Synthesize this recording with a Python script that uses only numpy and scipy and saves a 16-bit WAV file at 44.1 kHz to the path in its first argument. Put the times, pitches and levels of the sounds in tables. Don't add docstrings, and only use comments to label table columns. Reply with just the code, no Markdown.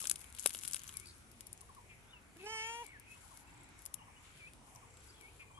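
import sys
import numpy as np
from scipy import signal
from scipy.io import wavfile
from scipy.ndimage import uniform_filter1d

SR = 44100
rng = np.random.default_rng(int(sys.argv[2]) if len(sys.argv) > 2 else 0)


def persist_wave(psi):
    counts = np.round(np.clip(psi, -1, 1) * 32767).astype(np.int16)
    wavfile.write(sys.argv[1], SR, np.atleast_2d(counts).T)


def invert_db(level):
    return 10 ** (np.asarray(level, dtype=float) / 20)


N = 246519
TIME = np.arange(N) / SR

# [start_s, level_db]
RUSTLE = [(0.0, -46.5), (0.15, -64), (0.34, -64.5), (0.4, -52), (0.56, -54), (0.61, -54), (0.75, -56.5),
          (0.89, -60), (1.09, -68), (1.2, -72.5), (1.51, -73), (1.87, -77.5), (5.59, -81)]
# [centre_hz, width_hz, level_db]
BRIGHT_MODES = [(9900, 1040, -4.5), (7400, 2000, -10), (11100, 1600, -4.5), (4970, 2300, -9)]
# [centre_hz, width_hz, level_db]
BARK_MODES = [(2315, 2100, 4), (3100, 1740, 8), (4380, 3800, -14), (1470, 490, 3)]


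def curves(table):
    s, *columns = np.transpose(table)
    return [np.interp(TIME, s, c) for c in columns]


def along(points, hz):
    f, v = np.transpose(points)
    return np.interp(np.log(hz), np.log(f), v)


def ring(x, hz, width_hz):
    return signal.lfilter(*signal.iirpeak(hz, hz / width_hz, fs=SR), x)


def rings(x, modes):
    return sum((-1) ** k * invert_db(db) * ring(x, hz, width_hz) for k, (hz, width_hz, db) in enumerate(modes))


def walk(rate_hz):
    hold = int(SR / rate_hz)
    steps = np.repeat(rng.standard_normal(N // hold + 1), hold)
    return 1.3 * uniform_filter1d(uniform_filter1d(steps, hold), hold)[:N]


def add(out, start_s, sound):
    i = max(int(start_s * SR), 0)
    out[:, i:i + sound.shape[-1]] += sound[..., :N - i]


def echoes(x, t60_s, wet_db):
    t = np.arange(int(t60_s * SR)) / SR
    tail = rng.standard_normal((2, len(t))) * invert_db(-60 * t / t60_s) * (t > .003)
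    tail = tail / np.sqrt(np.sum(tail[0] ** 2))
    return x + invert_db(wet_db) * signal.fftconvolve(x, tail, axes=1)[:, :N]


def stray_flakes():
    chance = rng.standard_normal((60, 3))
    times_s = np.sort(rng.uniform(0, 1.1, size=len(chance)))
    effort_db = np.interp(times_s, *np.transpose(RUSTLE))
    return [(s, db + 20 + 5 * a, -18 + 6 * b, 9900 + 800 * c)
            for s, db, (a, b, c) in zip(times_s, effort_db, chance)]


def snap(t, peak_db, woody_db, flake_hz):
    shade_db = 12.5 + rng.standard_normal()
    slips_s = np.append([.003, .0012], rng.uniform(0.00383, 0.00698, size=3))
    sizes = np.append(1, invert_db(-17 + 3 * rng.standard_normal(size=4)))
    since_s = np.maximum(t[:, None] - slips_s, 0)
    force = (np.minimum(since_s / 0.00014, 1) * np.exp(-since_s / 0.00047)) @ sizes
    jolt = ((since_s > 0) * np.exp(-since_s / 0.00005)) @ sizes
    tear = force * rng.standard_normal((3, len(t)))
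    crisp = rings(tear[:2], BRIGHT_MODES + [(flake_hz, 1100, 4)])
    woody = rings(jolt + 0.25 * tear[2], BARK_MODES)
    crisp[1] = signal.lfilter(*signal.butter(4, 9000, fs=SR), crisp[1])
    crisp_db = np.array([[peak_db], [peak_db - shade_db]])
    crisp = crisp / np.abs(crisp).max(axis=1, keepdims=True) * invert_db(crisp_db)
    woody = woody / np.abs(woody).max() * invert_db(peak_db + woody_db)
    return crisp + [woody, -invert_db(-.3 * shade_db) * np.roll(woody, 7)]


def thud(t, peak_db):
    modes = ((426, 0.0067, 0.11), (546, 0.0018, 0.8), (805, 0.0011, 0.7))  # hz, decay_s, size
    limb = sum(size * np.exp(-t / decay_s) * np.sin(2 * np.pi * hz * t) for hz, decay_s, size in modes)
    return invert_db(peak_db) * np.minimum(t / 0.00055, 1) * np.array([limb, 0.96 * np.roll(limb, 4)])


def claws():
    # [start_s, peak_db, woody_db re peak, flake_hz]
    snaps = [(0.0002, -25.5, -15.5, 11500), (0.017, -28, -31, 8350), (0.026, -29, -37, 10600),
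             (0.0424, -27, -7, 8400), (0.055, -21.5, -9.5, 10200), (0.072, -14.5, -26, 8700),
             (0.0978, -9.5, -20.5, 9900), (0.1136, -9, -17.5, 10600), (0.1584, -26.5, -12.5, 9800),
             (0.1935, -33.5, -30, 10100), (0.243, -35.5, -9.5, 9900), (0.3024, -38, -29, 9300),
             (0.326, -34, -16, 10200), (0.3497, -31.5, -11, 10000),
             (0.3864, -31.5, -6.5, 10600), (0.396, -21, -29, 9350), (0.4225, -40, -23, 10200),
              (0.4611, -3.5, -12, 9900), (0.4729, -13, -26, 10200), (0.4947, -25.5, -12.5, 9600),
              (0.506, -31, -9, 9500), (0.542, -27.5, -27, 10600), (0.5486, -22.5, -7, 9900),
              (0.589, -26.5, -21, 7400), (0.6354, -28, -9, 10000), (0.6505, -25, -8.5, 9100),
              (0.656, -28, -18, 9700), (0.678, -16.5, -22, 9600), (0.6831, -23.5, -29, 10000),
              (0.712, -25.5, -17, 10500), (0.734, -16, -24, 7400), (0.7455, -14, -15.5, 9900),
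              (0.7595, -24.5, -17, 9400), (0.7653, -25.5, -8.5, 8950), (0.7937, -31.5, -14, 6660),
              (0.878, -30.5, -31, 6600), (0.893, -27.5, -7.5, 7900), (0.926, -35.5, -12, 9400),
              (0.94, -34.5, -8.5, 10000), (0.9703, -19.5, -46, 10500), (0.9991, -30, -22, 9100),
              (1.0719, -36, -27, 9450),
             (1.316, -40, -34, 10600), (1.4079, -26.5, -18, 10000), (1.469, -30.5, -43, 10200),
              (1.53, -24, -50, 9900), (1.577, -37.5, -21, 7270), (1.6093, -36, -27, 10400),
              (1.614, -33.5, -27, 9900), (1.749, -39.5, -18, 10100), (2.3695, -42, -10, 10000),
              (2.457, -37.5, -25, 8500), (2.67, -34, -30, 9800), (3.6338, -45, -24, 10500),
              (3.6905, -44, -19, 10000), (2.846, -37, -27, 9600), (2.8652, -34.5, -35, 8650),
              (2.9981, -37, -29, 11510), (3.3738, -34, -28, 10700), (3.7915, -39, -24, 8400),
              (3.821, -41, -16, 11500), (3.8543, -30, -25, 10500), (3.8616, -22.5, -30, 11100),
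              (3.9417, -20.5, -24.5, 10230), (4.5349, -39.5, -11, 10100), (4.7508, -40.5, -24, 8500),
              (4.7598, -39, -26, 5800), (4.9717, -44.5, -6.5, 9200), (5.2117, -38.5, -11, 8160)]
    # [start_s, peak_db]
    thuds = [
        (0.041, -43),
        (0.113, -49),
        (0.4589, -23.5),
        (0.548, -44.5),
        (.745, -48),
    ]
    out, t = np.zeros((2, N)), np.arange(700) / SR
    for s, peak_db, woody_db, flake_hz in snaps + stray_flakes():
        add(out, s - .0033, snap(t, peak_db, woody_db, flake_hz))
    for s, peak_db in thuds:
        add(out, s, thud(t, peak_db))
    highpass = signal.butter(3, 300, "highpass", fs=SR, output="sos")
    return echoes(signal.sosfilt(highpass, out), .07, -16)


def brushed(base_db, column):
    # [start_s, length_s, crisp_db, woody_db]
    brushes = [
        (2.369, 0.54, -65.5, -69),
        (3.071, 0.38, -66.5, -72),
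        (3.447, 0.15, -77, -78),
        (3.77, 0.13, -68, -80),
        (4.188, .33, -76.5, -69.5),
        (4.63, 0.17, -70.5, -83),
        (4.957, 0.5, -72.5, -74.5),
    ]
    attack_s, release_s = 0.045, 0.055
    power = invert_db(2 * base_db)
    for row in brushes:
        start_s, end_s = row[0], row[0] + row[1]
        shape = np.clip(np.minimum((TIME - start_s) / attack_s, (end_s - TIME) / release_s), 0, 1)
        power = power + invert_db(2 * row[column]) * shape ** 2
    return 10 * np.log10(power)


def rustle():
    crisp_db, = curves(RUSTLE)
    woody_db = -72.5 + 0.79 * (crisp_db + 65.5)
    crisp_db, woody_db = brushed(crisp_db, column=2), brushed(woody_db, column=3)
    effort = np.clip((crisp_db + 68) / 12, .15, 1)
    crisp_modes = BRIGHT_MODES[::2] + [(7400, 2500, -7)]
    out = 0
    for modes, db, right_db in ((crisp_modes, crisp_db + 5.5, -9), (BARK_MODES, woody_db + 3.5, -3)):
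        size = (rng.random(N) < 600 / SR) * invert_db(3.1 * np.minimum(rng.exponential(size=N), 3.2))
        grains = uniform_filter1d(uniform_filter1d(size, size=20), size=20) * 25 * effort + .22
        sound = rings(grains * rng.standard_normal((2, N)), modes)
        sound = sound / np.sqrt(uniform_filter1d(sound ** 2, size=8000))
        out = out + sound * invert_db(db + 1.5 * walk(30) + [[0], [right_db]])
    return out


def air():
    # [centre_hz, density_db per Hz]
    spectrum = [(25, -7), (50, -5.5), (75, 2), (160, -8), (320, -9.5), (550, -17.5), (850, -11.5),
                (1900, -18.5), (2450, -12), (3300, -27.5), (4400, -27), (8000, -25), (10600, -20),
                (12500, -40)]
    # [centre_hz, correlation]
    likeness = [(60, 0.8), (130, 0.78), (280, 0.39), (590, 0.76), (1280, 0.039), (2750, -0.15),
                (5900, 0.24), (12700, -0.23)]
    out, swell = 0, walk(0.96)
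    for hz in 28 * 2 ** np.arange(0, 8.9, 1 / 3):
        band = signal.butter(2, [hz / 1.12, hz * 1.12], "bandpass", fs=SR, output="sos")
        mid, side = signal.sosfilt(band, rng.standard_normal((2, N)))
        like = np.clip(along(likeness, hz), -.9, .95)
        db = along(spectrum, hz) + 0.48 * swell + 2.83 * walk(6) + np.array([[.4], [-.4]])
        stereo = np.sqrt(1 + like) * mid + np.sqrt(1 - like) * side * np.array([[1], [-1]])
        out = out + invert_db(db) * stereo
    hum = invert_db(-69.5 + 1.1 * walk(4.84)) * np.sin(2 * np.pi * 50.5 * TIME)
    return out / out.mean(axis=0).std() * invert_db(-62) + hum


def far_tone(hz, size, level_db):
    phase_rad, port_db = np.array([[0], [1.8]]), np.array([[5], [1.5]])
    return invert_db(level_db + port_db) * size * np.sin(2 * np.pi * np.cumsum(hz) / SR + phase_rad)


def progress(length_s):
    return np.arange(int(length_s * SR)) / (length_s * SR)


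def pulsed(length_s, start_hz, end_hz, rate_hz, level_db):
    u = progress(length_s)
    rasp = 1 + start_hz / 1200 * uniform_filter1d(rng.standard_normal(len(u)), size=30)
    sharpness = 2 if rate_hz > 40 else 10
    throb = np.sin(np.pi * rate_hz * length_s * u) ** sharpness * np.sin(np.pi * u) ** 0.11
    return far_tone(start_hz + (end_hz - start_hz) * u, rasp * throb, level_db)


def birds():
    # [start_s, length_s, start_hz, end_hz, level_db]
    whistles = [(0.016, 0.03, 1304, 993, -57.5), (2.123, 0.068, 3100, 2560, -64),
                (2.134, 0.064, 980, 987, -68.5), (2.878, 0.0098, 8800, 7860, -57),
                (2.926, 0.057, 2096, 1640, -60), (2.078, 0.048, 3300, 3680, -70),
                (3.062, 0.086, 2495, 2590, -61), (3.139, 0.03, 2640, 3050, -70),
                (3.21, 0.029, 2370, 2190, -68), (3.34, 0.057, 2230, 2160, -69),
                (3.463, 0.038, 2550, 2690, -69.5), (3.722, 0.11, 2190, 2197, -73),
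                (4.16, 0.035, 2830, 3010, -68), (4.262, 0.027, 2560, 3020, -73),
                (5.423, 0.16, 2500, 2386, -73.5), (5.54, 0.08, 3130, 3290, -69)]
    # [start_s, length_s, lowest_hz, level_db]
    scoops = [
        (0.94, 0.12, 2175, -62),
        (3.982, 0.055, 2760, -66.5),
        (4.392, 0.1, 2303, -57),
        (5.083, .031, 4600, -63),
        (5.2, 0.098, 2214, -62),
    ]
    triple_starts = [1.608, 2.385, 3.151, 3.91, 4.665, 5.418]
    # [delay_s, start_hz, end_hz, level_db]
    triple = [
        (0, 1234, 896, -65),
        (.08, 1233, 787, -62),
        (0.157, 1200, 865, -59.5),
    ]
    # [start_s, length_s, start_hz, pulse_hz, level_db]
    trills = [
        (1.052, 0.066, 4670, 75, -56.5),
        (1.893, 0.045, 2464, 260, -56.5),
        (2.392, 0.1, 2630, 150, -57),
        (2.57, 0.13, 2740, 220, -53),
        (2.826, 0.108, 2327, 67.5, -56.5),
        (5.138, .066, 3450, 54, -66),
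        (5.395, 0.039, 2480, 246, -51.5),
    ]
    out, waver = np.zeros((2, N)), walk(130)
    glides = [(s, length_s, a, a + 0.645 * (b - a), b, db) for s, length_s, a, b, db in whistles]
    glides += [(s, length_s, 1.14 * hz, hz, 1.2 * hz, db) for s, length_s, hz, db in scoops]
    glides += [(s + delay_s, .035, a, (a + b) / 2, b, db)
               for s in triple_starts for delay_s, a, b, db in triple]
    for s, length_s, start_hz, middle_hz, end_hz, db in glides:
        u = progress(length_s)
        hz = start_hz * (1 - u) * (1 - 2 * u) + 4 * middle_hz * u * (1 - u) + end_hz * u * (2 * u - 1)
        size = invert_db(3 * np.resize(waver[int(s * SR):], len(u))) * np.sin(np.pi * u) ** .3
        add(out, s, far_tone(hz, size, db))
    for s, length_s, hz, pulse_hz, db in trills:
        add(out, s, pulsed(length_s, hz, 0.94 * hz, pulse_hz, db))
    return echoes(out, .25, -8)


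def meow():
    # [start_s, pitch_hz, level_db, jaw_opening 0-1, mouth_ring_db re level]
    call = [
        (2.36, 333.6, -68, .2, -15),
        (2.389, 344, -57.5, 0, -14),
        (2.452, 411, -50, 0.07, -18),
        (2.464, 421, -45, 0.52, -10),
        (2.515, 445, -46.5, 0.88, -3.5),
        (2.599, 439.3, -50.5, 0.93, 0.3),
        (2.75, 467.2, -48.3, 1, -6),
        (2.826, 477, -46.5, 1.01, -18),
        (2.857, 383, -64.5, 0.26, -10),
    ]
    # [centre_hz, gain_db]
    partial_gain = [(1200, -2.5), (1800, 1.5), (2250, 10.5), (2750, 5), (3200, 10), (3650, -3.5), (4100, -21),
                    (4750, -4), (5600, -2), (7100, 0), (8000, -14), (9500, -3), (12000, -37)]
    start_s, end_s = call[0][0], call[-1][0]
    hz, level_db, jaw, ring_db = curves(call)
    first_db = level_db - 8.5 * jaw + 3.0
    second_db = level_db - 13 * (1 - jaw) + 4.5
    opening = 0.736 + 0.23 * jaw
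    pan_db = np.clip(59 * (TIME - 2.606), -5, 9)
    settle_s, break_s = 0.072, 0.013
    rough = 0.07 + np.exp(-np.abs(TIME - start_s) / settle_s) + np.exp(-np.abs(end_s - TIME) / break_s)
    gate = np.clip(np.minimum(TIME - start_s, end_s - TIME) / 0.0039, 0, 1)
    jitter = 0.00188 * walk(60) + 0.0604 * np.maximum(rough - .15, 0) * walk(150)
    phase = 2 * np.pi * np.cumsum(hz * (1 + jitter)) / SR
    low = invert_db(first_db) * np.sin(phase) + invert_db(second_db) * np.sin(2 * phase + 1)
    partials = []
    for k in range(3, 27):
        gain_db = along(partial_gain, k * hz / opening) + (1 + k / 6) * walk(25)
        partials.append(invert_db(gain_db) * np.sin(k * phase + k * k))
    mouth = sum(partials[:5]) * invert_db(np.array([pan_db, -pan_db]) / 2)
    breath_modes = BRIGHT_MODES + [(4900, 1200, -3), (6200, 1500, -2)]
    breath = (1 + np.sin(phase)) * rings(rng.standard_normal((2, N)), breath_modes) * invert_db(-13)
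    upper = sum(partials[5:])
    edge = np.array([upper, np.roll(upper, 16)]) + breath
    high = invert_db(level_db + ring_db - 4.0) * (mouth + invert_db(-2.5) * edge)
    flutter = gate * np.maximum(1 + 0.73 * rough * walk(120), 0)
    left = np.roll(flutter * (invert_db(-0.5) * low + high[0]), 6)
    right = flutter * (invert_db(-1.0) * low - np.roll(high[1], -11))
    return echoes(np.array([left, right]), .15, -17)


def insect():
    # [start_s, length_s, level_db]
    buzzes = [
        (3.128, 0.24, -68),
        (3.459, 0.21, -66.5),
        (4.89, 0.26, -66),
        (5.5, .06, -72.5),
    ]
    out, hz = np.zeros((2, N)), 7540
    for s, length_s, db in buzzes:
        add(out, s, pulsed(length_s, hz, 1.03 * hz, 29.8, db))
    return echoes(out, .25, -8)


def scene():
    return claws() + rustle() + air() + birds() + meow() + insect()


def low_pass(x):
    return signal.sosfilt(signal.butter(12, 15400, fs=SR, output="sos"), x)


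def record(dry):
    port = signal.ellip(6, .5, 28, 12000, fs=SR, output="sos")
    return low_pass(signal.sosfilt(port, dry))


dry = scene()
out = record(dry)
persist_wave(out)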